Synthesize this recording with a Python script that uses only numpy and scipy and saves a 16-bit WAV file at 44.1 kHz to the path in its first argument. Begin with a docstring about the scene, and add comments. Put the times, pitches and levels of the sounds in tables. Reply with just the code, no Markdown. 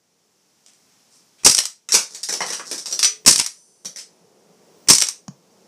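"""A faint rush and hiss in a small, live room, then hands shifting on a stock close to the microphone.
A gas-powered toy shotgun fires three times: hammer snap, gas blast and the clack of the cycling bolt,
loud enough to overload the input. Further off, two ejected plastic shells with brass bases clatter
about, the first also rolling and clinking on metal. A spring sings in the gun after the second shot,
and the third shell drops on something soft."""
import sys
import numpy as np
from scipy import signal
from scipy.fft import rfft, irfft, next_fast_len
from scipy.io import wavfile

SR = 44100
rng = np.random.default_rng(int(sys.argv[2]) if len(sys.argv) > 2 else 0)


def wav_out(sig):
    """Save sig, one row per channel (or a flat mono array), as 16-bit PCM at SR to the path in sys.argv[1]."""
    wavfile.write(sys.argv[1], SR, np.round(np.clip(np.atleast_2d(sig).T, -1, 1) * 32767).astype(np.int16))


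N = 250047
AGE = np.arange(SR // 2) / SR  # seconds since a blow

# The hammer falls. Each row: start in seconds, blast trim in dB, cycle length relative to normal,
# bolt trim in dB, trim of the bolt's low thud in dB.
SHOTS = [(1.446, 0, 1.0, 0, -11.5), (3.2605, 0.5, 0.97, 0, 11), (4.8845, 0.5, 0.97, 0, -5.5)]
# The sharp (snap) and dull (body) colours of a blow on the gun, its metal action or a shell.
# Each row: frequency in Hz, relative spectral level in dB.
GUN_SNAP = [(100, -46.5), (1000, -21), (2200, -18), (3500, -16.5), (4700, -5.5), (5700, 1), (6900, -7),
            (8500, -3.5), (10500, -15.5), (12500, -22.5), (15000, -36)]
CLACK_BODY = [(40, -40), (100, -25), (300, -11), (900, -6), (1400, -7), (2200, 1), (3800, 1), (6000, -10),
              (15000, -42)]
SHELL_SNAP = [(100, -50.5), (1000, -26), (2200, -18), (3600, -13), (4700, -5), (5700, 2), (7000, -7),
              (8500, -7), (10500, -16.5), (12500, -24), (15000, -36)]
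SHELL_BODY = [(40, -38.5), (90, -23), (170, 0), (300, -1), (430, 2), (700, -2), (1000, -3.5), (1400, -3.5),
              (2000, -2.5), (2800, -8), (4000, -14), (6000, -30), (15000, -47)]


def amp(db):
    """Decibels to gain."""
    return 10 ** (np.asarray(db) / 20)


def unit(x):
    """Scale to rms 1."""
    return x / np.sqrt(np.mean(x ** 2) + 1e-20)


def along(points, hz):
    """Read (Hz, value) points on a log frequency axis."""
    freqs, values = np.transpose(points)
    return np.interp(np.log(hz + 1), np.log(freqs + 1), values)


def fade(t60, t=AGE):
    """Exponential decay, 60 dB down after t60 seconds."""
    return np.exp(-np.log(1000) * t / np.maximum(t60, 1e-4))


def add(track, s, sound):
    """Mix a sound into the track at s seconds."""
    part = track[max(round(s * SR), 0):][:len(sound)]
    part += sound[:len(part)]


def coloured(x, spectrum):
    """Give x a spectrum through a causal filter of unit power gain."""
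    size = 2 * next_fast_len(len(x))
    gain = unit(amp(along(spectrum, np.fft.rfftfreq(size, 1 / SR))))
    cepstrum = irfft(np.log(gain + 1e-6))
    cepstrum[1:size // 2] *= 2  # minimum phase: nothing sounds ahead of the blow
    cepstrum[size // 2 + 1:] = 0
    return irfft(rfft(x, size) * np.exp(rfft(cepstrum)))[:len(x)]


def burst(spectrum, rise, t60):
    """A short rattle of pressure in a given colour; rise and t60 are in seconds."""
    attack = 1 - np.exp(-AGE / max(rise, 1e-5))
    return coloured(rng.standard_normal(len(AGE)) * attack * fade(t60), spectrum)


def ring(modes, scatter_db):
    """Decaying modes, struck at new strengths by every blow."""
    return sum(amp(db + scatter_db * rng.standard_normal()) * np.sin(2 * np.pi * hz * AGE) * fade(t60)
               for hz, db, t60 in modes)


def in_room(x, wet_db, build):
    """The direct sound and the room's echoes, which swell over build seconds and die by band."""
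    # The room's decay. Each row: frequency in Hz, t60 in seconds.
    room = [(100, 0.18), (400, 0.23), (2000, 0.25), (6000, 0.24), (10000, 0.23), (15000, 0.18)]
    hz, t, bands = signal.stft(rng.standard_normal(len(AGE)), SR, nperseg=256)
    bands = bands * fade(along(room, hz)[:, None], t)
    tail = signal.istft(bands, SR, nperseg=256)[1][:len(AGE)]
    tail *= 1 - np.exp(-(AGE / build) ** 2)
    return x + amp(wet_db) * signal.fftconvolve(x, tail / np.linalg.norm(tail))[:len(x)]


def room_tone(dip_db=11, recovery_s=0.91):
    """A low rush and a thin hiss drift in level; both dip at each shot and creep back."""
    # Drift in the two long pauses. Each row: time in seconds, relative rush and hiss levels in dB.
    drift = [
        [(0.0, -72.5, -71), (0.922, -72.5, -61.5), (1.37, -71.5, -62.5)],
        [(4.15, -59.5, -65), (4.34, -58.5, -66), (4.84, -55, -61)],
    ]
    # Colours of rush and hiss. 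Each row: frequency in Hz, relative spectral level in dB.
    rush = [(25, -42.5), (60, -30.5), (100, -14.5), (135, -9.5), (175, 3.5), (270, -6), (430, 3),
            (650, -5.5), (950, -9.5), (1500, -20.5), (3000, -26), (8000, -59)]
    hiss = [(40, -26), (110, -1.5), (230, 5.5), (450, -6), (800, -2), (1600, -7), (4000, -6), (5600, 1),
            (8400, -7), (11000, -11.5), (15000, -18.5)]
    t = np.arange(N) / SR
    times, rush_db, hiss_db = np.vstack(drift).T
    dip = dip_db * sum(np.interp(t, [s, s + recovery_s], [1, 0], left=0) for s, *_ in SHOTS)
    return sum(amp(np.interp(t, times, db) - dip) * unit(coloured(rng.standard_normal(N), spectrum))
               for db, spectrum in [(rush_db + 0.5, rush), (hiss_db + 2.5, hiss)])


def grip():
    """Hands and sleeves tick and scuff faintly on the gun ahead of the first shot."""
    # Each row: start in seconds, relative level in dB, body against snap in dB, rise and t60 in seconds.
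    touches = [(0.6623, -26.5, -12, .0005, 0.011), (0.6835, -33, -6, .0005, 0.011),
               (0.7338, -34, -12, .0005, 0.012), (1.106, -40, -28, .03, 0.32), (1.382, -45, 1, 0.011, 0.19)]
    out = np.zeros(N)
    for s, db, body_db, rise, t60 in touches:
        scuff = burst(GUN_SNAP, rise, t60) + amp(body_db) * burst(CLACK_BODY, rise, t60)
        add(out, s, amp(db - 7.5) * in_room(scuff, wet_db=0, build=0.006))
    return out


def push(width_s):
    """One low swing of pressure as gas or a heavy part moves."""
    u = AGE / width_s
    return -u * (2 - u) * np.exp(-u) * 2


def shots(push_delay_s=0.004, body_life=0.81):
    """The gun fires close to the microphone; each stage is a sharp snap, a dull body and a low push."""
    # Trigger, hammer on the valve, gas blast, bolt at its rear stop, venting. Each row: delay in
    # seconds, relative levels of the stage, its body and its push in dB, rise and t60 in seconds.
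    stages = [(-.012, -30, 8, -27, .001, 0.034), (.0003, 3, -9.5, -16.5, 0.0039, 0.074),
              (0.015, 6, -4, -14, .001, 0.092), (0.0497, 6, -20, -17, .002, .026),
              (.064, -3.5, -25.5, -40.5, 0.0032, .08)]
    # The dull part of a shot. Each row: frequency in Hz, relative spectral level in dB.
    gun_body = [(25, -7.5), (70, -11.5), (120, -2), (180, 2), (290, 0), (450, 2), (700, -7), (1050, 0.5),
                (1500, -10), (2600, -1), (5000, -26.5), (15000, -44)]
    out = np.zeros(N)
    for s, db, stretch, *_ in SHOTS:
        for delay, stage_db, body_db, push_db, rise, t60 in stages:
            start, gain = s + stretch * delay, amp(db + stage_db - 4)
            snap = in_room(burst(GUN_SNAP, rise, t60), wet_db=-9.5, build=0.0075)
            # at this distance the low parts carry little of the room
            body = in_room(burst(gun_body, rise, t60 * body_life), wet_db=-15.5, build=0.0092)
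            add(out, start, gain * (snap + amp(body_db - 6) * body))
            add(out, start + push_delay_s, gain * amp(push_db - 6.5) * push(width_s=0.00073))
    return out


def action():
    """Metal parts clack and ring as the bolt runs forward and chambers a shell, at that shot's pace."""
    # Bolt, shell lifter and latch. Each row: delay in seconds, relative levels of the clack,
    # its body and its push in dB.
    clacks = [(0.1011, 2.5, -32.5, -46.5), (0.1226, -3, -34, -46), (0.1336, -1.5, -18.5, -51.5),
              (0.1405, 4.5, -20.5, -46), (.156, -7, -17, -39), (.1894, -14.5, -23, -52),
              (0.2079, -4.5, -29, -64), (0.2179, -16.5, -22, -59.5)]
    # Modes of the steel parts. Each row: frequency in Hz, relative level in dB, t60 in seconds.
    steel = [(5400, -4, 0.2), (5453, -4, 0.2), (5647, -3, 0.19), (6083, -7, 0.22), (6504, -8, 0.22),
             (7000, -7.5, 0.22), (7900, -7, 0.22), (8200, -3, 0.18), (8500, 0, 0.18), (10640, -12.5, 0.11)]
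    out = np.zeros(N)
    for s, _, stretch, bolt_db, thud_db in SHOTS:
        for delay, db, body_db, push_db in clacks:
            snap = burst(GUN_SNAP, rise=0.0013, t60=0.017)
            body = amp(body_db + 2) * burst(CLACK_BODY, rise=0.00069, t60=0.039)
            clack = in_room(snap + body, wet_db=-7, build=0.0017)
            thud = amp(push_db + thud_db + 11.5) * push(width_s=0.00054)
            ringing = amp(-42) * ring(steel, scatter_db=4.5)
            add(out, s + stretch * delay, amp(bolt_db + db - 2) * (clack + thud + ringing))
    return out


def shell_bounces(t60=0.016, hollow_db=6):
    """Plastic hulls land on one end, then the other, so far off that the echo outweighs the knock."""
    # Each row: start in seconds, relative levels of the knock and its body in dB, body pitch in Hz,
    # seconds until the other end lands, that end against the first in dB.
    landings = [(1.8886, -13.5, -7.5, 1994, .019, -8.5), (1.921, -1.5, -26, 1996, .010, -1),
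                (1.9415, 3, -11, 1210, .008, -1), (2.148, -19, -17, 2000, .006, -7),
                (2.2313, -12, -29, 2200, .0045, -1), (2.2875, -12, -10.5, 1500, .006, 3.5),
                (2.3255, -10, -13.5, 410, .013, -0.5), (2.4053, -15, 4.5, 1040, .0125, -1.5),
                (2.4835, -15, -7.5, 1800, .02, -0.5), (2.5247, -14.5, -9.5, 1800, .007, 3.5),
                (2.5961, -26.5, 5, 1400, .004, -10), (2.7134, -9.5, -9, 386, .016, -8.5),
                (2.7798, -17.5, -34, 1600, .012, -6.5), (2.8582, -13.5, -18, 1200, .011, -4.5),
                (2.9123, -16.5, -18, 402, .0134, 7), (3.8478, -21.5, -10.5, 249, .008, 5),
                (3.9604, -22.5, -14.5, 1950, .0105, 0.5), (3.9858, -19.5, -20.5, 1960, .009, -4.5)]
    out = np.zeros(N)
    for s, db, body_db, hz, tip_over, other_end_db in landings:
        # whatever is struck lifts a broad band of the body around its own pitch
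        colour = [(f, level + hollow_db * np.exp(-np.log2(f / hz) ** 2)) for f, level in SHELL_BODY]
        for start, end_db in [(s, db), (s + tip_over, db + other_end_db)]:
            snap = burst(SHELL_SNAP, rise=0.00013, t60=t60)
            body = amp(body_db + 1.5) * burst(colour, rise=0.00034, t60=t60)
            add(out, start, amp(end_db - 6) * in_room(snap + body, wet_db=3.5, build=0.0014))
    return out


def shell_roll(bumps_per_s=900, spread_db=3, attack_s=0.017, release_t60=0.19):
    """Between bounces a hull's rim rolls over tiny bumps, which the room blurs into a scrape."""
    # Each row: start and length in seconds, relative level in dB.
    rolls = [(2.091, .1, -43.5), (2.307, .05, -34.5), (2.441, 0.14, -34), (2.651, .14, -35.5),
             (2.864, .08, -36)]
    t = np.arange(N) / SR
    level = np.zeros(N)
    for s, length, db in rolls:
        attack = np.clip((t - s) / attack_s, 0, 1)
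        level += amp(db) * attack * fade(release_t60, np.maximum(t - s - length, 0))
    hits = rng.random(N) < bumps_per_s / SR
    strengths = rng.standard_normal(N) * amp(spread_db * rng.standard_normal(N))
    bumps = unit(hits * strengths) * level
    scrape = coloured(bumps, SHELL_SNAP) + amp(-12) * coloured(bumps, SHELL_BODY)
    return amp(-2) * in_room(scrape, wet_db=-2, build=0.0022)


def brass_clinks(rebound_s=0.0065, rebound_db=-6):
    """A shell's brass base strikes metal with a quick double tick and rings on."""
    # Each row: start in seconds, relative levels of the strike and its ring in dB.
    strikes = [(2.9914, -5, -13), (3.0287, 1, -13), (3.0456, 0, -12.5)]
    # Modes of the base. Each row: frequency in Hz, relative level in dB, t60 in seconds.
    brass = [(431, -33.5, 0.9), (1200, -23, 0.25), (2015, -24, .26), (2770, -22, .18), (4124, -9, .2),
             (4690, -9, .21), (4860, -4, .17), (5426, -6, 0.19), (5803, -3, .12), (5927, -1.5, 0.2),
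             (6928, -11, .21), (8236, -8, 0.11), (8742, -10, .14), (9884, -15, .15), (10900, -21, .14)]
    out = np.zeros(N)
    for s, db, ring_db in strikes:
        add(out, s, amp(db + ring_db - 4) * ring(brass, scatter_db=3.5) * (1 - fade(0.004)))
        for delay, drop_db in [(0, 0), (rebound_s, rebound_db)]:
            snap = burst(SHELL_SNAP, rise=0.0003, t60=0.02)
            body = amp(-11) * burst(CLACK_BODY, rise=0.00027, t60=0.022)
            add(out, s + delay, amp(db + drop_db - 5.5) * in_room(snap + body, wet_db=-3, build=0.0011))
    return out


def spring(start_s=3.467, t60=1.74, min_beat_hz=13, linewidth_hz=110):
    """A blow sets a spring singing in the gun; close pairs of modes flutter and wander as they fade."""
    # Each row: frequency in Hz, relative level in dB.
    modes = [(4630, -79.5), (5276, -77), (6035, -69), (7208, -76.5), (8269, -73.5), (9324, -73.5),
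             (9916, -84.5), (10637, -77)]
    out, t = np.zeros(N), np.arange(SR) / SR
    for hz, db in modes:
        partner_hz = hz + min_beat_hz * (1 + rng.random())
        wander = np.cumsum(rng.standard_normal(SR)) * np.sqrt(2 * np.pi * linewidth_hz / SR)
        pair = np.sin(2 * np.pi * hz * t + wander) + 0.77 * np.sin(2 * np.pi * partner_hz * t - wander)
        add(out, start_s, amp(db + 16) * fade(t60, t) * pair)
    return out


def soft_landing(start_s=5.281, rest_hz=145, sink_hz=190, sink_s=0.0054, swell_s=0.00626):
    """The last shell ticks and thumps on padding; the pitch sinks as the padding gives way."""
    # Modes of the padding. Each row: frequency in Hz, relative level in dB, t60 in seconds.
    cushion = [(140, -11, 0.24), (623, -10, 0.019), (1020, 0.5, 0.012)]
    # Each point: frequency in Hz, relative spectral level in dB.
    tick_colour = [(200, -3.5), (1000, -5), (2500, -13), (3700, -21),
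                   (5300, 1.5), (6600, 1), (8000, -18), (15000, -37.5)]
    hz = rest_hz + sink_hz * np.exp(-AGE / sink_s)
    swell = AGE / swell_s * np.exp(1 - AGE / swell_s)
    thump = amp(1) * swell * np.sin(2 * np.pi * np.cumsum(hz) / SR)
    tick = amp(5) * burst(tick_colour, rise=0.0002, t60=0.0144)
    landing = thump + tick + ring(cushion, scatter_db=1)
    out = np.zeros(N)
    add(out, start_s, amp(-29) * in_room(landing, wet_db=-12, build=0.0078))
    return out


def scene():
    """One microphone: the gun close by, the shells further off, the room all round."""
    gun = shots() + action() + spring() + grip()
    return (gun + shell_bounces() + shell_roll() + brass_clinks() + soft_landing() + room_tone())[None]


def record(dry, ceiling=0.93, hardness=5, top_hz=15250):
    """The recorder's input saturates on the shots and keeps nothing above its band limit."""
    clipped = dry / (1 + np.abs(dry / ceiling) ** hardness) ** (1 / hardness)
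    size = next_fast_len(N + SR // 2)
    passband = np.fft.rfftfreq(size, 1 / SR) < top_hz
    return irfft(rfft(clipped, size) * passband, size)[..., :N]


dry = scene()
out = record(dry)
wav_out(out)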